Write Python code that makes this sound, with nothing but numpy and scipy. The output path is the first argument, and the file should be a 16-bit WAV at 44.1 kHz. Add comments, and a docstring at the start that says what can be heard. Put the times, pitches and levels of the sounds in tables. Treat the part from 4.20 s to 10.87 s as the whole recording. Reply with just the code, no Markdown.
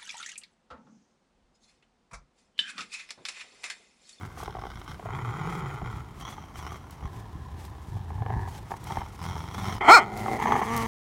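"""On a leafy forest floor, close to the microphone, a small dog tugs a big branch and growls through its teeth.
Slow throat pulses hum, rattle and rasp, with loud single flaps; one bark bursts out, then harder growling.
Noise crackles make the leaves, damped modes the knocking wood and thudding paws, short noise the twig snaps.
A low rumble swells with the growl; a faint forest hush and a thin echo from the trees lie behind."""
import sys
import numpy as np
from scipy import signal
from scipy.fft import rfft, irfft, next_fast_len
from scipy.io import wavfile
from scipy.ndimage import uniform_filter1d, map_coordinates

SR = 44100
rng = np.random.default_rng(int(sys.argv[2]) if len(sys.argv) > 2 else 0)


def log_audio(samples):
    """Write samples as a 16-bit WAV file to the path given in sys.argv[1]."""
    # one column per channel
    frames = np.atleast_2d(samples).T
    # limit to full scale, then quantise
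    limited = np.clip(frames, -1, 1)
    pcm = np.round(limited * 32767).astype(np.int16)
    wavfile.write(sys.argv[1], SR, pcm)


N = 294147  # samples

# Throat colour for each mouth shape in the growl. Each row: frequency in Hz, relative gain in dB.
SLACK_THROAT = [(150, -6), (420, -7), (570, -27), (720, 1.5), (950, -2), (1150, 2), (1550, 0.5),
                (1700, -13.5), (2150, -3), (2700, -38), (8000, -70)]
BARED_THROAT = [(150, -27), (400, 5), (590, -14.5), (820, 5), (1000, 2.5), (1400, 3.5), (1680, -15),
                (1980, -3), (2450, -11), (2800, -35), (3400, -35), (4200, -35), (8000, -66)]
SNARL_THROAT = [(150, -7.5), (400, 0), (540, -11.5), (780, 6.5), (1130, 3), (1400, 1), (1600, -11.5),
                (2150, -1), (2650, -21), (8000, -38.5)]
CLOSED_THROAT = [(150, -31), (290, -16), (390, 4.5), (540, -21), (790, 5.5), (1050, -9.5), (1350, -24),
                 (1720, -4), (2300, -25), (8000, -49)]
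PURSED_THROAT = [(150, -27), (290, -10.5), (400, 3), (500, -9), (620, -2.5), (900, -9), (1400, -22),
                 (1550, -30), (2080, -5.5), (2500, -33), (8000, -45)]
OPEN_THROAT = [(150, -19), (450, -0.5), (560, -17.5), (830, 3.5), (1180, -2), (1520, -22), (1750, -8),
               (2150, -6), (2500, -22), (8000, -47)]
# Air rasping through the teeth. Each row: frequency in Hz, relative gain in dB.
TEETH_COLOUR = [(1500, -13.5), (2700, -11.5), (3150, 5), (3700, 4), (4600, -5.5), (5500, -2), (6400, -5.5),
                (7600, -20.5), (9600, -9), (11000, -20.5), (15000, -17)]
# Pushes of the growl, levels at the crest. Each row: start in seconds, rise in seconds, fall in seconds,
# chest level in dB, throat level in dB, rasp level in dB, slack pitch in Hz, crest pitch in Hz,
# roughness from 0 to 1, mouth resonance in Hz.
PUSHES = [(0, 0.052, 0.0096, -39, -44, -62, 90.2, 97, 0.56, 900),
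          (.2, 0.019, .09, -41, -44, -51.5, 59.98, 62.1, .75, 795),
          (.36, 0.098, .16, -42.5, -47, -55, 51.96, 55.9, 0.69, 725),
          (.68, .02, 0.022, -43, -40.5, -48.5, 74.9, 82.13, 0.86, 900),
          (.86, .1, .16, -34.5, -38, -56, 100.1, 125.2, 0.58, 990),
          (1.05, 0.23, 0.3, -35, -36.5, -53.5, 129.8, 174.8, 0.63, 1197),
          (1.6, 0.069, .14, -35, -41.5, -57.5, 75.05, 118, .75, 903.5),
          (2.01, 0.072, 0.049, -68, -41.5, -47.5, 75.95, 80.02, .85, 1110),
          (2.17, .02, 0.063, -44, -50, -57, 72.2, 77.94, 0.79, 1099),
          (2.36, .11, 0.086, -41.5, -42, -52, 72.03, 78, 0.71, 1049),
          (2.825, .025, 0.029, -33.5, -43.5, -58, 70.04, 80.03, .75, 1017),
          (2.93, 0.031, .11, -38.5, -51, -71, 104.4, 119.9, 0.47, 987),
          (3.14, .14, 0.34, -41, -56, -73, 68.04, 79.9, .8, 998),
          (3.71, .05, 0.079, -33, -53, -66, 88, 103.7, 0.31, 836),
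          (3.89, .14, .03, -30.5, -46, -75, 78.1, 108.1, 0.34, 819),
          (4.07, .04, .17, -30, -37, -65, 90.05, 122, 0.44, 815),
          (4.33, 0.021, .03, -48, -48.5, -57, 75, 78, .7, 792.7),
          (4.66, 0.049, .14, -37.5, -39, -51, 79.97, 85.75, 0.78, 879),
          (5.0, 0.051, .26, -35, -40, -49.5, 81.93, 85.88, 0.44, 950),
          (5.34, .17, 0.069, -32, -35, -44.5, 86, 101.4, 0.76, 1053),
          (5.83, .22, .1, -38, -36, -58, 106.2, 112, .35, 731),
          (6.08, 0.062, .03, -35, -28, -64, 118, 121.9, .38, 615),
          (6.2, .12, .12, -33, -23.5, -44.5, 115, 122.8, 0.86, 890),
          (6.47, .07, 0.18, -31.5, -28.5, -47, 112.8, 116.9, 0.06, 1002)]
# The grumble between pushes. One row: chest level in dB, throat level in dB, rasp level in dB,
# pitch in Hz, roughness from 0 to 1, mouth resonance in Hz.
IDLE_GRUMBLE = (-58.5, -55, -68.5, 70, 0.86, 950)
# Tugs that sweep the branch through the leaves.
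# Each row: start in seconds, length in seconds, rustle level in dB before LEAVES_DB is added.
TUGS = [(0, .06, -65), (0.193, .04, -56.5), (.56, 0.29, -68.5), (0.953, 0.24, -70), (1.299, 0.082, -60.5),
        (1.491, .07, -66.5), (1.731, 0.061, -67.5), (2.0, 0.0098, -61), (2.1, 0.032, -60),
        (2.381, 0.048, -59), (2.52, .03, -60.5), (2.719, 0.021, -66), (2.953, .04, -64),
        (3.413, 0.048, -60.5), (3.639, 0.13, -69), (3.919, 0.041, -71), (4.21, 0.083, -67),
        (4.315, 0.065, -58.5), (4.488, 0.08, -61.5), (4.653, .13, -58.5), (4.87, 0.081, -64),
        (5.029, 0.051, -57), (5.14, 0.12, -62.5), (5.349, .2, -56.5), (5.971, 0.72, -55),
        (6.56, 0.067, -49)]
# Colour of rustling leaves. Each row: frequency in Hz, relative gain in dB.
LEAF_COLOUR = [(300, 11), (1000, 0.5), (2000, 1), (3600, -4), (6000, -4), (9500, -7), (15500, -14)]
# Colour of the low rumble. Each row: frequency in Hz, relative gain in dB.
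RUMBLE_COLOUR = [(15, -44), (30, -37), (46, -2.5), (68, -6), (130, -3.5), (300, -23), (1000, -70.5)]
# Colour of the forest hush. Each row: frequency in Hz, relative gain in dB.
HUSH_COLOUR = [(40, -8), (110, -6), (380, -12.5), (550, -19.5), (1000, -14), (1500, -24), (3500, -34.5),
               (15000, -46.5)]
# Croaks, where the throat slows into runs of separate flaps. Each row: start in seconds, length in seconds,
# flap spacing in seconds, first peak in dB before FLAPS_DB and scatter, growth over the run in dB.
CROAKS = [(0.173, .06, .028, -28.5, 3), (0.278, .03, .02, -27, 3), (.351, .045, .018, -22, -2),
          (0.42, .052, .0162, -24.5, -7), (.795, .1, 0.031, -28.5, 5.5), (4.021, 0.092, .041, -26, 7.5),
          (6.06, .04, 0.022, -21, 0), (6.256, .165, 0.032, -14.5, -2)]
# Lone loud flaps of the throat. Each row: time in seconds, peak in dB before FLAPS_DB is added.
LONE_FLAPS = [(1.617, -22.5), (2.181, -27), (2.52, -26.5), (2.825, -31), (3.767, -30.5), (3.904, -29.5),
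              (3.98, -32), (4.275, -25), (5.165, -24.5)]
# Ring of the mouth after a flap. Each row: frequency in Hz, level in dB, 60 dB decay in seconds.
FLAP_MODES = [(434, -4.0, 0.021), (780, 2.5, 0.024), (1095, -1.0, 0.021),
              (1460, -7, 0.011), (2000, -9, 0.0093), (3130, -18, 0.011)]
# Twig snaps. Each row: time in seconds, peak in dB before the snap colour.
SNAPS = [(0.2339, -37), (1.9999, -41), (2.7085, -37.5), (3.4513, -37), (4.641, -36), (5.9744, -29),
         (6.5646, -23.5), (6.5767, -23)]
# Colour of a twig snap. Each row: frequency in Hz, gain in dB.
SNAP_COLOUR = [(800, -28), (4000, 2.5), (15000, 0.0)]
# Knocks of the branch. Each row: time in seconds, peak in dB before KNOCKS_DB is added.
KNOCKS = [(4.507, -28.5), (4.517, -20.5), (4.539, -25), (4.707, -23.5), (4.771, -17), (4.816, -24)]
# Modes of the branch. Each row: frequency in Hz, relative level in dB, 60 dB decay in seconds.
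WOOD_MODES = [(390, -0.5, .04), (810, 9, 0.03), (891.7, 9.5, 0.028), (1112, -0.5, 0.043), (1740, 3, 0.015),
              (2231, -6, .015)]
# Paws on soft soil. Each row: time in seconds, peak in dB before PAWS_DB is added.
THUDS = [(0.695, -31), (1.63, -23), (2.849, -23.5), (3.154, -25), (3.38, -30), (3.684, -25.5), (4.165, -14),
         (4.779, -19.5), (5.55, -21)]
# Modes of the soil. Each row: frequency in Hz, relative level in dB, 60 dB decay in seconds.
SOIL_MODES = [(56, -3.5, 0.15), (116.8, 7.0, 0.028), (193.9, -25, 0.024)]
# Course of the bark. Each row: time in seconds, pitch in Hz, level in dB,
# roughness held within 0 to 1, jaw opening from 0 to 1.
BARK = [(5.604, 119.8, -50, 0.73, 0), (5.611, 130, -24, 1.05, 0), (5.63, 149.9, -27, 0.82, 0),
        (5.675, 240, -23.5, 0.33, 0.23), (5.686, 293.3, -8.5, .42, 0), (5.72, 438.2, -6.5, 0.04, .8),
        (5.744, 486.2, -8, 0.08, 0.9), (5.758, 457.4, -8, 0, 1), (5.786, 306.2, -15.5, 0.18, 0.76),
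        (5.805, 216.8, -25.5, 0.17, 0), (5.835, 161.5, -29.5, .15, 0.12), (5.87, 122, -61, .15, 0.2)]
# Throat colour of the bark, jaws narrow and wide. Each row: frequency in Hz, relative gain in dB.
NARROW_JAW = [(150, -17), (290, -10), (410, -1.5), (540, -22), (700, 3), (860, 5), (1010, -3), (1350, 0.5),
              (1620, -21), (2100, 0.5), (2700, -29), (3150, -11), (3700, -38), (7300, -40), (14000, -57)]
WIDE_JAW = [(150, -32), (460, -16), (680, -2), (950, -7.5), (1380, 4), (1750, -21), (2380, -5.5),
            (2800, -37), (3600, -34.5), (4300, -9.5), (4750, -34), (5300, -14.5), (6000, -66), (14000, -64)]
# Breath of the bark. Each row: frequency in Hz, relative gain in dB.
BREATH_COLOUR = [(1500, -27), (3500, 0), (4200, -3), (6000, 0.5), (8400, 2), (9500, -11.5), (15000, -14)]
# Colour of the echo from the trees. Each row: frequency in Hz, gain in dB.
ECHO_COLOUR = [(100, 15.5), (500, 5), (2000, -7.0), (8000, -13)]

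SWELL_DB, ONSET_S, RELEASE_S = 6, 0.018, 0.03  # a push: growth from edge to crest, fade time constants
FLAP_JITTER_S, FLAP_SCATTER_DB = 0.000563, 4.5  # unevenness within croaks
TUG_ATTACK_S, TUG_RELEASE_S = 0.036, 0.025  # leaves gather and settle, time constants
STIR_DB = -76  # leaves stirring between tugs, before LEAVES_DB is added
RUMBLE_DB, RUMBLE_FOLLOW_DB = -49, -6  # rumble at rest, and its share of the chest level
LEAVES_DB, FLAPS_DB, KNOCKS_DB, PAWS_DB = 9.5, -3.5, -0.5, -1.5  # added to the levels in the tables
HUSH_DB, TREES_DB = -50.5, -19.0
TOP_HZ = 15850  # upper band limit


def amp(db):
    """Decibels to gain."""
    return 10 ** (np.asarray(db) / 20)


def unit(x):
    """Scale to rms 1."""
    return x / np.sqrt(np.mean(x ** 2) + 1e-20)


def steady(x, seconds):
    """Hold the running rms near 1."""
    size = max(int(seconds * SR), 8)
    power = uniform_filter1d(uniform_filter1d(x * x, size), size)
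    return x / np.sqrt(np.abs(power) + 1e-12)


def curves(rows):
    """One value per sample for each column after the time."""
    s, *cols = np.transpose(rows)
    return [np.interp(np.arange(N) / SR, s, c) for c in cols]


def during(start, end):
    """A soft gate between two times."""
    t = np.arange(N) / SR
    return uniform_filter1d(1. * ((t >= start) & (t <= end)), size=400)


def swell(start, end, attack, release):
    """Gain 1 from start to end, with exponential fades outside."""
    t = np.arange(N) / SR
    before, after = np.minimum(t - start, 0), np.maximum(t - end, 0)
    return np.exp(np.maximum(before / attack - after / release, -20))


def wobble(rate):
    """A smooth random curve, rate knots a second."""
    knots = rng.standard_normal(int(N * rate / SR) + 4)
    return map_coordinates(knots, [np.arange(N) * rate / SR])


def coloured(x, points):
    """Causal minimum-phase filter with the gain of (Hz, dB) points."""
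    m = 2 * next_fast_len(N // 2 + 8192)
    hz, db = np.transpose(points)
    gain_db = np.interp(np.log(np.fft.rfftfreq(m, 1 / SR) + 1), np.log(hz), db)
    cepstrum = irfft(np.log(amp(gain_db)))
    cepstrum[1:m // 2] *= 2
    cepstrum[m // 2 + 1:] = 0
    return irfft(rfft(x, m) * np.exp(rfft(cepstrum)))[:N]


def resonance(x, hz, width_hz):
    """A steep resonance whose centre follows a curve; rms 1."""
    turn = np.exp(2j * np.pi * np.cumsum(hz) / SR)
    lowpass = signal.butter(2, width_hz / 2, fs=SR)
    return unit((signal.lfilter(*lowpass, x / turn) * turn).real)


def ring(t, modes, spread):
    """Damped modes, a little different at each blow."""
    out = 0
    for hz, db, t60 in modes:
        decay = amp(db + 2 * rng.standard_normal() - 60 * t / t60)
        out = out + decay * np.sin(2 * np.pi * hz * np.exp(spread * rng.standard_normal()) * t)
    return out * (1 - np.exp(-t / 0.00093))


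def hits(rows, shape):
    """A new shape(t) at each (s, peak dB) row."""
    out, t = np.zeros(N + SR), np.arange(SR // 4) / SR
    for s, db in rows:
        wave = shape(t)
        out[round(s * SR):][:len(t)] += amp(db) * wave / np.abs(wave).max()
    return out[:N]


def effort():
    """Pushes swell and slacken, lifting level and pitch together; the strongest dominates the voice."""
    t = np.arange(N) / SR
    weight = np.full(N, 0.01)
    power = amp(IDLE_GRUMBLE[:3])[:, None] ** 2 * np.ones(N)
    voice = np.outer(IDLE_GRUMBLE[3:], weight)
    for start, rise, fall, chest_db, throat_db, rasp_db, slack_hz, crest_hz, rough, mouth_hz in PUSHES:
        end = start + rise + fall
        strain = np.interp(t, [start, start + rise, end], [0, 1, 0])
        push = (swell(start, end, ONSET_S, RELEASE_S) * amp(SWELL_DB * (strain - 1))) ** 2
        power += np.outer(amp([chest_db, throat_db, rasp_db]) ** 2, push)
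        voice[0] += push * (slack_hz + strain * (crest_hz - slack_hz))
        voice[1:] += np.outer([rough, mouth_hz], push)
        weight += push
    return np.sqrt(power), voice / weight


def folds(phase, rough, scatter, size_db, rasp):
    """One pulse per cycle; roughness scatters times and sizes and adds a puff of turbulence to each."""
    count = np.arange(1, int(phase[-1]))
    shift, size = rng.standard_normal((len(count), 2)).T
    local = np.interp(count, phase, rough)
    at = np.interp(count + scatter * local * shift, phase, np.arange(N))
    size = amp(size_db * local * np.tanh(size / 2) * 2)
    # split each pulse between its two nearest samples
    whole, part = at.astype(int), at % 1
    early = np.bincount(whole, size * (1 - part), N + 1)
    late = np.bincount(whole + 1, size * part, N + 1)
    pulses = (early + late)[:N]
    puff = signal.lfilter([1], [1, -np.exp(-1 / (SR * 0.0076))], pulses)
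    turbulence = steady(puff * rng.standard_normal(N), 0.027)
    share = np.clip(rasp * rough, 0, 0.97)
    return np.sqrt(1 - share) * steady(pulses, 0.038) + np.sqrt(share) * turbulence


def growl(drive, start, end, throat, mouth_db, whistle_db, whistle_hz, octave_db, second_db, rasp):
    """Slow fold cycles hum through the chest, rattle through the throat and rasp between the teeth."""
    (chest, mouth, hiss), (pitch, rough, mouth_hz) = drive
    rough = np.clip(rough, 0, 1)
    phase = np.cumsum(pitch * np.exp(0.13 * rough * wobble(70))) / SR
    hum = np.cos(2 * np.pi * phase) + amp(octave_db) * np.cos(4 * np.pi * phase)
    hum = steady(hum * amp(11.6 * rough * wobble(65)), 0.044)
    # a weaker second pulse falls halfway through each cycle
    source = folds(phase, rough, scatter=0.2, size_db=10.0, rasp=rasp)
    source = source + amp(second_db) * folds(phase + 0.5, rough, scatter=0.2, size_db=8.5, rasp=rasp)
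    mouth_ring = resonance(source, mouth_hz * np.exp(0.054 * wobble(12)), width_hz=140)
    rattle = unit(coloured(source, throat)) + amp(mouth_db) * mouth_ring
    # the jet between the teeth pulses less deeply and rings in two wandering gaps
    jet = source + 0.39 * rng.standard_normal(N)
    lips = np.exp(0.03 * wobble(25))
    whistle = resonance(jet, 3220 * lips, width_hz=260)
    whistle = whistle + amp(-2.5) * resonance(jet, whistle_hz * lips, width_hz=700)
    teeth = unit(coloured(jet, TEETH_COLOUR)) + amp(whistle_db) * whistle
    voice = chest * hum + mouth * steady(rattle, 0.057) + hiss * steady(teeth, 0.17)
    return during(start, end) * voice


def growls(drive):
    """The mouth shifts its grip on the branch, and the growl changes colour."""
    return (growl(drive, 0, 0.78, SLACK_THROAT, mouth_db=-18, whistle_db=-9, whistle_hz=5200,
                  octave_db=-9, second_db=-16, rasp=0.89)
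            + growl(drive, 0.78, 1.95, BARED_THROAT, mouth_db=-23, whistle_db=-6, whistle_hz=6772,
                    octave_db=-20.0, second_db=-5.5, rasp=0.98)
            + growl(drive, 1.95, 2.87, SNARL_THROAT, mouth_db=-7, whistle_db=2.0, whistle_hz=5697,
                    octave_db=-10.5, second_db=-9.5, rasp=0.89)
            + growl(drive, 2.87, 4.45, CLOSED_THROAT, mouth_db=-1.5, whistle_db=-13, whistle_hz=6706,
                    octave_db=-26.5, second_db=-10, rasp=0.96)
            + growl(drive, 4.45, 5.585, SNARL_THROAT, mouth_db=-12, whistle_db=-5, whistle_hz=5300,
                    octave_db=-7, second_db=-10.5, rasp=0.99)
            + growl(drive, 5.8, 6.18, PURSED_THROAT, mouth_db=-2, whistle_db=-5, whistle_hz=6470,
                    octave_db=4, second_db=-8, rasp=0.54)
            + growl(drive, 6.18, 6.67, OPEN_THROAT, mouth_db=-8.5, whistle_db=4, whistle_hz=6175,
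                    octave_db=9, second_db=-2.5, rasp=0.7))


def leaves():
    """Tiny crackles crowd together as each tug sweeps the leaves along."""
    power = amp(STIR_DB) ** 2
    for start, length, db in TUGS:
        power = power + (amp(db) * swell(start, start + length, TUG_ATTACK_S, TUG_RELEASE_S)) ** 2
    crackle = rng.standard_normal(N) * amp(1.6 * wobble(900) + 3.8 * wobble(70))
    return amp(LEAVES_DB) * np.sqrt(power) * unit(coloured(steady(crackle, 0.061), LEAF_COLOUR))


def air(chest):
    """A low rumble that swells with the growl, and the faint hush of the forest."""
    level = np.hypot(amp(RUMBLE_DB), amp(RUMBLE_FOLLOW_DB) * chest)
    rumble = level * unit(coloured(rng.standard_normal(N), RUMBLE_COLOUR))
    hush = unit(coloured(rng.standard_normal(N), HUSH_COLOUR))
    return rumble + amp(HUSH_DB) * hush


def throat_flaps():
    """(s, peak dB) of every flap: the lone ones and the slightly uneven runs."""
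    runs = []
    for start, length, spacing, db, growth_db in CROAKS:
        for s in np.arange(0, length, spacing):
            runs.append((start + s, db + growth_db * s / length))
    runs = np.array(runs)
    uneven = rng.standard_normal(runs.shape) * [FLAP_JITTER_S, FLAP_SCATTER_DB]
    return np.vstack([LONE_FLAPS, runs + uneven])


def stall(flaps):
    """The folds stick around each loud flap, and the rattle and rasp dip by up to a quarter."""
    marks = np.zeros(N)
    marks[[round(s * SR) for s, db in flaps]] = 1
    dip = signal.fftconvolve(marks, np.hanning(SR // 28), "same")
    return 1 - 0.25 * np.clip(dip, 0, 1)


def flap(t):
    """Loose throat tissue slaps once and rings the mouth briefly."""
    return ring(t, FLAP_MODES, spread=0.06)


def snap(t):
    """A snapping twig lets go a burst of noise that dies within hundredths of a second."""
    return amp(-60 * t / 0.019) * rng.standard_normal(len(t))


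def knock(t):
    """Damp wood rings dully under a short noisy contact."""
    contact = amp(-60 * t / 0.015) * rng.standard_normal(len(t))
    return ring(t, WOOD_MODES, spread=0.027) + 0.098 * contact


def branch():
    """Ticks of snapping twigs and dull knocks of damp wood."""
    return coloured(hits(SNAPS, snap), SNAP_COLOUR) + amp(KNOCKS_DB) * hits(KNOCKS, knock)


def paws():
    """Each stamp is one low, quickly damped push on the soil."""
    return amp(PAWS_DB) * hits(THUDS, lambda t: ring(t, SOIL_MODES, spread=0.041))


def bark():
    """A rough lead-in tightens into a clear arch of pitch as the jaws open, then falls back."""
    pitch, db, rough, jaw = curves(BARK)
    rough, jaw = np.clip(rough, 0, 1), np.clip(jaw, 0, 1)
    phase = np.cumsum(pitch * np.exp(0.0046 * wobble(200))) / SR
    source = folds(phase, rough, scatter=0.1, size_db=4, rasp=0.8)
    voice = (1 - jaw) * coloured(source, NARROW_JAW) + jaw * coloured(source, WIDE_JAW)
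    voice = steady(voice, 0.0029)
    breath = unit(coloured(rng.standard_normal(N), BREATH_COLOUR))
    puffs = np.sqrt(jaw) * breath * (1 + np.cos(2 * np.pi * phase))  # air escapes once a cycle
    return during(BARK[0][0], BARK[-1][0]) * amp(db) * (voice + amp(-22.5) * puffs)


def trees(x):
    """Trunks scatter a thin, dull echo: a short dense tail over a fainter long one."""
    t = np.arange(SR) / SR
    decay = amp(-60 * t / 0.15) + amp(-24.0 - 60 * t / 4.0)
    tail = rng.standard_normal(SR) * decay * (t > 0.012)  # nothing returns in the first 12 ms
    echo = signal.fftconvolve(x, tail / np.linalg.norm(tail))[:N]
    return coloured(echo, ECHO_COLOUR)


def scene():
    """Dog, branch and ground, close by among the trees."""
    (chest, throat, rasp), voice = effort()
    flaps = throat_flaps()
    free = stall(flaps)
    drive = ((chest, throat * free, rasp * free), voice)
    dog = growls(drive) + amp(FLAPS_DB) * hits(flaps, flap) + bark()
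    near = dog + leaves() + branch() + paws()
    return (near + amp(TREES_DB) * trees(near) + air(chest))[None]


def record(dry):
    """The microphone sheds the deepest bass and rounds peaks near full scale; its band ends at TOP_HZ."""
    thin = signal.lfilter(*signal.butter(3, 36, "high", fs=SR), dry)
    rounded = thin / (1 + np.abs(thin) ** 8) ** (1 / 8)
    m = next_fast_len(N + 8192)
    band = np.fft.rfftfreq(m, 1 / SR) < TOP_HZ
    return irfft(rfft(rounded, m) * band, m)[..., :N]


dry = scene()
out = record(dry)
log_audio(out)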